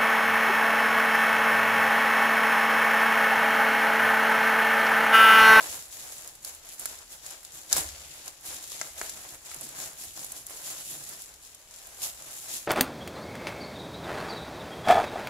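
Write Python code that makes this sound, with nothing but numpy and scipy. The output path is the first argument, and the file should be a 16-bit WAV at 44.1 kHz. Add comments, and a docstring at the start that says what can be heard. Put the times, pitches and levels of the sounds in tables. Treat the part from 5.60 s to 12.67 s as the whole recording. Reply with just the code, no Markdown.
"""A snap and a burst of crackle: hands tear open a thin plastic mailer bag on a wooden table.
Creases in the film buckle as swarms of tiny clicks and a few loud snaps. The bundle inside pops and
shuffles, and the table top booms in its low modes when the bag is slapped down. A small room
reverberates over a low rumble, and a phone close above hears it all through two microphone ports."""
import sys
import numpy as np
from scipy import signal
from scipy.fft import rfft, irfft, next_fast_len
from scipy.io import wavfile

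SR = 44100
rng = np.random.default_rng(int(sys.argv[2]) if len(sys.argv) > 2 else 0)


def store_pcm(level_fs):
    """Save levels as 16-bit WAV."""
    pcm = np.round(np.clip(level_fs, -1, 1) * 32767).astype(np.int16)
    wavfile.write(sys.argv[1], SR, np.atleast_2d(pcm).T)


N = 311787
SIZE = next_fast_len(N + SR)
HZ = np.arange(SIZE // 2 + 1) * SR / SIZE + 1e-3
LAG_S, PORT_GAP_S = .00004, .00043  # the left port's delay; travel time from port to port

# Squeezes and pulls of the hands: (full from [s], let go [s], fade [dB/s], crackle level [dB],
# treble tilt [dB/octave], bundle rustle re crackle [dB], shuffle re crackle [dB])
CRUMPLES = [(0.01, 0.15, 112, -43.0, -0.5, -4.0, -12.5), (0.326, 0.399, 348, -50.0, -0.5, -5.5, -11.5),
            (0.39, 0.6, 100.0, -50.0, 0, -4, -9), (0.684, 0.69, 290.0, -52.5, -1, -9, -26.0),
            (0.863, 0.885, 130.0, -46.5, 0.5, -3.5, -13), (1.048, 1.12, 230.0, -54.5, -2.5, -4, -13),
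            (1.133, 1.13, 280.0, -51, 3, -7, -15.0), (1.201, 1.235, 380.0, -48.0, 2.0, -5.5, -10),
            (1.263, 1.303, 120.0, -47.0, -1, -6.5, -12), (1.371, 1.42, 340.0, -55.5, -3, -2.5, -18),
            (1.525, 1.524, 210.0, -48.0, -0.5, -6.5, -9), (1.642, 1.73, 160.0, -50.0, -1, -3, -12),
            (1.857, 2, 130.0, -56.5, -2.0, -11, -15), (1.948, 1.9, 82, -50.5, 0.5, -3.5, -8.0),
            (2.128, 2.17, 125, -37.5, -0.5, -4.5, -10), (2.177, 2.196, 400.0, -34.5, -1, -5, -10.0),
            (2.268, 2.6, 80.0, -53.5, -3.5, -3.5, -7), (2.67, 2.68, 370.0, -47.0, -1, -6, -10.5),
            (2.867, 2.966, 170.0, -45.0, -0.5, -6.5, -11.5), (3.035, 3.13, 190.0, -51.0, -1.0, -7, -17.5),
            (3.107, 3.27, 130.0, -48.0, -1.5, -4.5, -9.5), (3.382, 3.45, 70.0, -45.5, -1, -1, -17),
            (3.507, 3.75, 390.0, -52.0, 0, 0, -5), (3.862, 3.974, 190.0, -50.5, -1.5, -5, -15),
            (4.038, 4.048, 400.0, -48.5, 2, -10.0, -6), (4.018, 4.3, 90.0, -52.5, 0, -2, -8),
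            (4.192, 4.262, 330.0, -43.5, 0, -7, -10), (4.399, 4.431, 120.0, -44.0, 1.0, -9.5, -11),
            (4.566, 4.66, 80.0, -49.0, 0, -5, -6), (4.76, 4.784, 250.0, -48.5, 1, -12, -9),
            (4.896, 5, 90.0, -50.0, 0, -5.5, -13.0), (5.043, 5.13, 250.0, -44.5, 0.5, -5.0, -12.0),
            (5.171, 5.215, 150.0, -46.5, 0, -9, -11), (5.264, 5.32, 220.0, -44.5, 1.5, -11, -11.0),
            (5.317, 5.54, 200.0, -50.0, 0.5, -5, -6), (5.595, 5.613, 100.0, -50, 0, -5, -9),
            (5.862, 5.85, 180.0, -54.0, 0.5, -11, -25), (6.137, 6.35, 90.0, -56.5, -0.5, -4, -26.0),
            (6.436, 6.452, 320.0, -36.0, 1, -8, -17), (6.49, 6.48, 150.0, -46.5, 0, -4, -15),
            (6.596, 6.691, 240.0, -52.0, -0.5, -4.5, -8.5), (6.711, 6.84, 107, -48.0, 1, -7.5, -11),
            (6.898, 6.96, 170.0, -41.0, 0, -8.5, -12), (7.07, 7.07, 170.0, -54, -4, -11, -7)]
# Resonances of the film, from wide creases to fine: (frequency [Hz], level [dB])
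CREASES = [(2300, -3), (3400, 0), (5000, -0.5), (7200, -5.5), (10000, -6.5), (13500, -1)]
# Modes of the bundle: (frequency [Hz], level [dB], T60 [s])
BUNDLE_MODES = [(650, -12, 0.028), (780, -3, 0.018), (1028, 2.5, 0.008), (1400, -5, 0.013),
                (1650, -5, 0.018), (2020, -1, 0.008)]


def crackle(tick_db=-10.5, creep_db=-60, creep_db_per_octave=-2.5):
    """Buckling: stressed film sheds dense clicks and stray ticks, their energy wandering among creases."""
    clicks = film(*swarm(5000, spread_db=2.1, flurry_db=1.1, flurry_hz=60), patchy_db=2, smear_s=.0008)
    ticks = film(*swarm(110, spread_db=1.5, flurry_db=1.6, flurry_hz=5), patchy_db=4.5, smear_s=.0002)
    level_db, tilt_db = np.transpose(CRUMPLES)[3:5, :, None]
    out = 0
    for click, tick, (hz, _) in zip(clicks, ticks, CREASES):
        octaves = np.log2(hz / 7000)
        band = click / rms(sum(clicks)) + undb(tick_db) * tick / rms(sum(ticks))
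        envelope = handling(level_db + tilt_db * octaves, creep_db + creep_db_per_octave * octaves)
        out += band * wander(spread_db=1.3, per_s=35) * envelope
    return out


def snaps(count=10):
    """Snap-through: a big crease cracks, then smaller cracks run along the fold for milliseconds."""
    # (time [s], level [dB], then re that level: low bundle modes [dB],
    # high bundle modes and wide creases [dB], fine creases [dB])
    cracks = [(0.006, -31.5, 0.5, -5, -24), (0.255, -32, -30, -19.5, -18), (0.5234, -31, -17, -30.5, -15),
              (0.6754, -31, -40.5, -25.5, -10), (0.752, -40, -30, -30, -10), (0.828, -43, -28, -31.5, -9),
              (0.8473, -19, -41, -32, -18), (0.9486, -36, -30, -30, -12), (1.09, -37, -30, -25, -12),
              (1.183, -37, -35, -35, -20), (1.195, -39, -29.5, -33, 2.5), (1.207, -37, -30, -30, -7),
              (1.256, -15, -27, -19, -14.5), (1.3884, -31, -32, -28, -18), (1.5065, -41, -30, -30, -12),
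              (1.6633, -27, -28, -24, -15.5), (1.7064, -32, -32, -30, -12), (1.83, -37.5, -30, -12, -13.5),
              (1.849, -26, -45, -29, -19), (2.116, -30, -7, -10, -20), (2.1271, 0.5, -30.5, -28.5, -19),
              (2.165, -11.5, -12.5, -21, -12), (2.181, -19, -9, -18, -12), (2.2884, -22.5, -35, -24, -28),
              (2.6597, -31, -21, -29.5, -17.5), (2.6794, -23.5, -24, -40, -19),
              (2.8096, -42, -30, -30, -13), (3.026, -34, -30, -30, -14), (3.041, -27, -15, -32, -23.5),
              (3.0764, -30, -26, -31, -21), (3.1186, -25.5, -15, -32, -26), (3.2135, -14.5, -20, -12, -27),
              (3.4137, -24.5, -2, -1.5, -18.5), (3.4946, -20.5, -33, -28, -16.5),
              (3.915, -32, -20, -7, -21), (3.926, -42, -7, -25, -20), (3.9444, -31, -23.5, -24, -10),
              (3.962, -34, -22, -30, -12), (4.0101, -32, -36, -29, -6.5), (4.0644, -31.5, -21, -17.5, -21),
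              (4.09, -27, -33.5, -25, -16), (4.281, -34, -30, -30, -17), (4.5753, -28.5, -10, -37, -20),
              (4.593, -28, -30, -35, -17), (4.598, -30.5, -30, -35, -15), (4.6327, -30, -23, -35, -14),
              (4.6447, -28, -19, -40, -9), (4.7195, -31, -39, -39, -5.5), (4.811, -37, -35, -35, -13),
              (4.8664, -27.5, -45, -40, -11), (4.908, -36, -35, -35, -10), (4.967, -33, -35, -35, -14),
              (5.108, -33, -35, -35, -12), (5.437, -35, -35, -35, -8), (5.49, -33, -35, -35, -8),
              (5.62, -36, -35, -35, -8), (5.69, -36, -25, -25, -20), (5.7389, -33, -32, -23, -20),
              (5.8253, -43, -28, -33, -12), (5.8486, -32, -41, -34, -20), (5.9472, -35.5, -35, -36, -10.5),
              (6.1097, -36.5, -18, -20, -18), (6.139, -30.5, -26, -23.5, -23),
              (6.1604, -36.5, -25, -25, -12.5), (6.2694, -35.5, -16, -28.5, -10),
              (6.345, -41, -27, -26.5, -10), (6.388, -38, -8, -20, -15), (6.429, -31, -13, -28.5, -12),
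              (6.6224, -35, -25, -25, -13), (6.739, -33, -27, -30, -13)]
    onset_s, level_db, deep_db, pop_db, fine_db = np.transpose(cracks)[:, :, None]
    jitter, place, polarity = rng.random((len(cracks), count, 3)).transpose(2, 0, 1)
    later = np.arange(count) > 0
    delay_s = .00066 + .006 * (np.arange(count) + jitter) / count * later
    ragged_db = -9.5 - .09 * level_db - 670 * delay_s - 5.8 * place  # weaker snaps are more ragged
    size = undb(level_db) * np.where(later, np.sign(polarity - .5) * undb(ragged_db), 1)
    lag_s = (LAG_S + .25 * PORT_GAP_S * (2 * place - 1) * later).ravel()
    s = (onset_s + delay_s).ravel()

    def impulses(db):
        return s, (size * undb(db)).ravel(), lag_s

    middle, wide, fine = (film(*impulses(db), patchy_db=1, smear_s=.00005) for db in (0, pop_db, fine_db))
    crack = undb(15) * sum(wide[:2]) + undb(9.5) * sum(middle[2:4]) + undb(25.5) * sum(fine[4:])
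    deep = bundle_ring(arrive(*impulses(deep_db)), BUNDLE_MODES[:3])
    pop = bundle_ring(arrive(*impulses(pop_db)), BUNDLE_MODES[3:])
    return crack + undb(-.5) * deep + undb(2) * pop


def film(s, size, lag_s, patchy_db, smear_s):
    """Resonance: clicks excite one band per crease size, each with a random strength and delay."""
    scatter = rng.standard_normal((len(s), len(CREASES), 2)).T
    bands = []
    for (hz, db), gain, late in zip(CREASES, *scatter):
        resonance = signal.butter(2, [hz * .73, hz * 1.184], "band", fs=SR, output="sos")
        clicks = arrive(s + smear_s * abs(late), size * undb(patchy_db * gain), lag_s)
        bands.append(undb(db) * signal.sosfilt(resonance, clicks))
    return bands


def swarm(per_s, spread_db, flurry_db, flurry_hz):
    """Crackling noise: random clicks of power-law size, in flurries: (time [s], amplitude, lag [s])."""
    when, strength, polarity, place = rng.random((int(per_s * N / SR), 4)).T
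    side = 2 * place - 1
    swells = rng.standard_normal(int(flurry_hz * N / SR) + 2)
    flurry = np.interp(when, np.linspace(0, 1, len(swells)), swells)
    db = -spread_db * np.log(1 - strength).clip(-7) + flurry_db * flurry
    size = np.sign(polarity - .5) * undb(db + np.outer([1, -1], .59 * side))
    return when * N / SR, size, LAG_S + .8 * PORT_GAP_S * side


def handling(db, creep_db, rise_db_per_s=358):
    """Incoherent addition: crumples rise, hold and fade, their powers adding to the settling bag's."""
    full_s, let_go_s, fade = np.transpose(CRUMPLES)[:3, :, None]
    t = np.arange(0, N + 64, 64) / SR
    rise_db = -rise_db_per_s * (full_s - t).clip(0)
    fall_db = -fade * (t - np.maximum(let_go_s, full_s)).clip(0)
    power = np.sum(undb(db + rise_db + fall_db) ** 2, axis=0) + undb(creep_db) ** 2
    return np.interp(np.arange(N) / SR, t, np.sqrt(power))


def bundle_friction(grip=.45):
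    """Friction: the bundle rustles, its ring time cut by gripping fingers, and shuffles on the table."""
    level_db, _, rustle_db, shuffle_db = np.transpose(CRUMPLES)[3:, :, None]
    rubs = arrive(*swarm(1200, spread_db=1.26, flurry_db=3.06, flurry_hz=30))
    rustle = bundle_ring(rubs, [(hz, db, grip * t60) for hz, db, t60 in BUNDLE_MODES])
    slips = arrive(*swarm(1500, spread_db=1.7, flurry_db=1.3, flurry_hz=22))
    dull = colour([(80, -14), (135, 2.5), (220, -2), (330, -1.5), (450, -5), (600, -17.5), (1500, -14.5)])
    shuffle = through(slips, dull)
    return (handling(level_db + rustle_db, creep_db=-66) * rustle / rms(rustle)
            + handling(level_db + shuffle_db, creep_db=-70) * shuffle / rms(shuffle))


def bundle_ring(x, modes):
    """Radiation from a small body: the bundle rings briefly and sends out little bass."""
    return through(x, ring(modes) * highpass(400) ** 2)


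def knocks(cycles_to_fade=5.5):
    """Damped oscillation: fingers knock the soft bundle, which thumps for a few cycles."""
    # (time [s], level [dB], frequency [Hz])
    blows = [(2.2, -44, 200), (3.252, -42, 340), (3.961, -40, 300.3), (3.972, -43, 140), (4.037, -39, 260),
             (4.068, -39, 300), (4.186, -42, 200), (4.23, -39, 300), (4.259, -45, 110), (4.47, -47, 95),
             (4.62, -47, 170)]
    t = np.arange(SR // 10) / SR
    attack = 1 - np.exp(-t / .001)
    out = np.zeros(N + len(t))
    for s, db, hz in blows:
        start = int(s * SR)
        decay = 1000. ** (-t * hz / cycles_to_fade)
        out[start:start + len(t)] += undb(db) * np.sin(2 * np.pi * hz * t) * attack * decay
    return out[:N]


def table_boom(contact_s=.0093):
    """Impact excitation: soft, long contacts drive the low modes of the table top."""
    # (time [s], level [dB])
    thuds = [(.09, -53), (.86, -57.5), (1.251, -58), (1.95, -59), (2.139, -44), (2.198, -43), (2.248, -45),
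             (2.88, -51.5), (3.3, -53), (3.419, -51.5), (3.91, -57.5), (4.461, -61), (6.42, -60)]
    # (frequency [Hz], level [dB], T60 [s])
    top_modes = [(64.4, -3, 0.94), (78.6, 1, 0.69), (42.2, -6, .3)]
    s, db = np.transpose(thuds)
    balance_db = np.outer([1, -1], .42 * rng.standard_normal(len(s)))
    impacts = arrive(s, undb(db + balance_db), np.zeros_like(s))
    contact = np.hanning(int(contact_s * SR))
    force = signal.fftconvolve(impacts, contact[None] / contact.sum())[:, :N]
    return through(force, ring(top_modes) * highpass(50))


def room(x, t60_s=.35, level_db=-7.5, cutoff_hz=15900):
    """Diffuse reverberation: dense echoes from all sides decay exponentially, slightly dulled."""
    when, polarity, place = rng.random((12000, 3)).T
    s = .003 + .4 * when
    echoes = arrive(s, np.sign(polarity - .5) * 1000. ** (-s / t60_s), PORT_GAP_S * (2 * place - 1))
    echoes /= np.sqrt(np.sum(echoes ** 2) / 2)
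    return through(x.mean(axis=0), undb(level_db) * rfft(echoes, SIZE) / (1 + 1j * HZ / cutoff_hz))


def rumble(level_db=-62, hiss_db=-72):
    """Coherence: the low noise of the house is nearly alike at both ports; microphone hiss is not."""
    # Spectrum ahead of the treble roll-off: (frequency [Hz], level [dB])
    spectrum = [(20, -12), (32, 0.5), (70, -2), (110, -9.5), (250, -17), (600, -10.5), (1500, -10.5)]
    mid, side, left, right = rng.standard_normal((4, N))
    low = through(mid + .24 * np.outer([1, -1], side), colour(spectrum) / (1 + 1j * HZ / 1500) ** 2)
    return undb(level_db) * low / rms(low) + undb(hiss_db) * np.array([left, right])


def ports(x):
    """Cavity resonance: each port is flat below its peak and falls above it; a little leaks past."""
    # Left, right: (resonance [Hz], bandwidth [Hz], gain [dB], leak [dB])
    cavities = [(7170, 1010, -1, -9.5), (10700, 2830, -0.5, -36)]
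    responses = [undb(db) / (1 - (HZ / hz) ** 2 + 1j * HZ * width / hz ** 2)
                 - undb(leak_db) * 1j * HZ / hz for hz, width, db, leak_db in cavities]
    return through(x, np.array(responses))


def arrive(s, size, lag_s):
    """Path difference: each click reaches the left port lag_s after the right."""
    at = np.clip(np.round((s + np.outer([.5, -.5], lag_s)) * SR).astype(int), 0, N - 1)
    size = np.broadcast_to(size, at.shape)
    return np.array([np.bincount(at[k], size[k], N) for k in range(2)])


def ring(modes):
    """Modal superposition: the frequency response of a sum of decaying sines."""
    t = np.arange(SR) / SR
    partials = (undb(db) * np.sin(2 * np.pi * hz * t) * 1000. ** (-t / t60) for hz, db, t60 in modes)
    return rfft(sum(partials), SIZE)


def colour(points):
    """Minimum phase: a causal response through points of (frequency [Hz], level [dB])."""
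    hz, db = np.transpose(points)
    cepstrum = irfft(np.log(undb(np.interp(np.log(HZ), np.log(hz), db))), SIZE)
    cepstrum[1:SIZE // 2] *= 2
    cepstrum[SIZE // 2 + 1:] = 0
    return np.exp(rfft(cepstrum))


def wander(spread_db, per_s):
    """Amplitude modulation: a gain drifts between random levels."""
    db = spread_db * rng.standard_normal(int(per_s * N / SR) + 2)
    return undb(np.interp(np.arange(N), np.linspace(0, N, len(db)), db))


def highpass(hz):
    return 1j * HZ / (hz + 1j * HZ)


def through(x, response):
    return irfft(rfft(x, SIZE) * response, SIZE)[..., :N]


def undb(db):
    return 10 ** (np.asarray(db) / 20)


def rms(x):
    return np.sqrt(np.mean(x ** 2))


def scene():
    """Superposition: the bag, its echoes, the table and the background add."""
    bag = crackle() + bundle_friction() + snaps() + knocks()
    return bag + room(bag) + table_boom() + rumble()


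def record(dry, drive=1.15, top_hz=15600):
    """Soft saturation rounds the loudest crack after the ports colour it; a low-pass cuts the top."""
    rounded = np.tanh(ports(dry) * drive) / drive
    return signal.sosfilt(signal.ellip(10, .2, 70, top_hz, fs=SR, output="sos"), rounded)


dry = scene()
out = record(dry)
store_pcm(out)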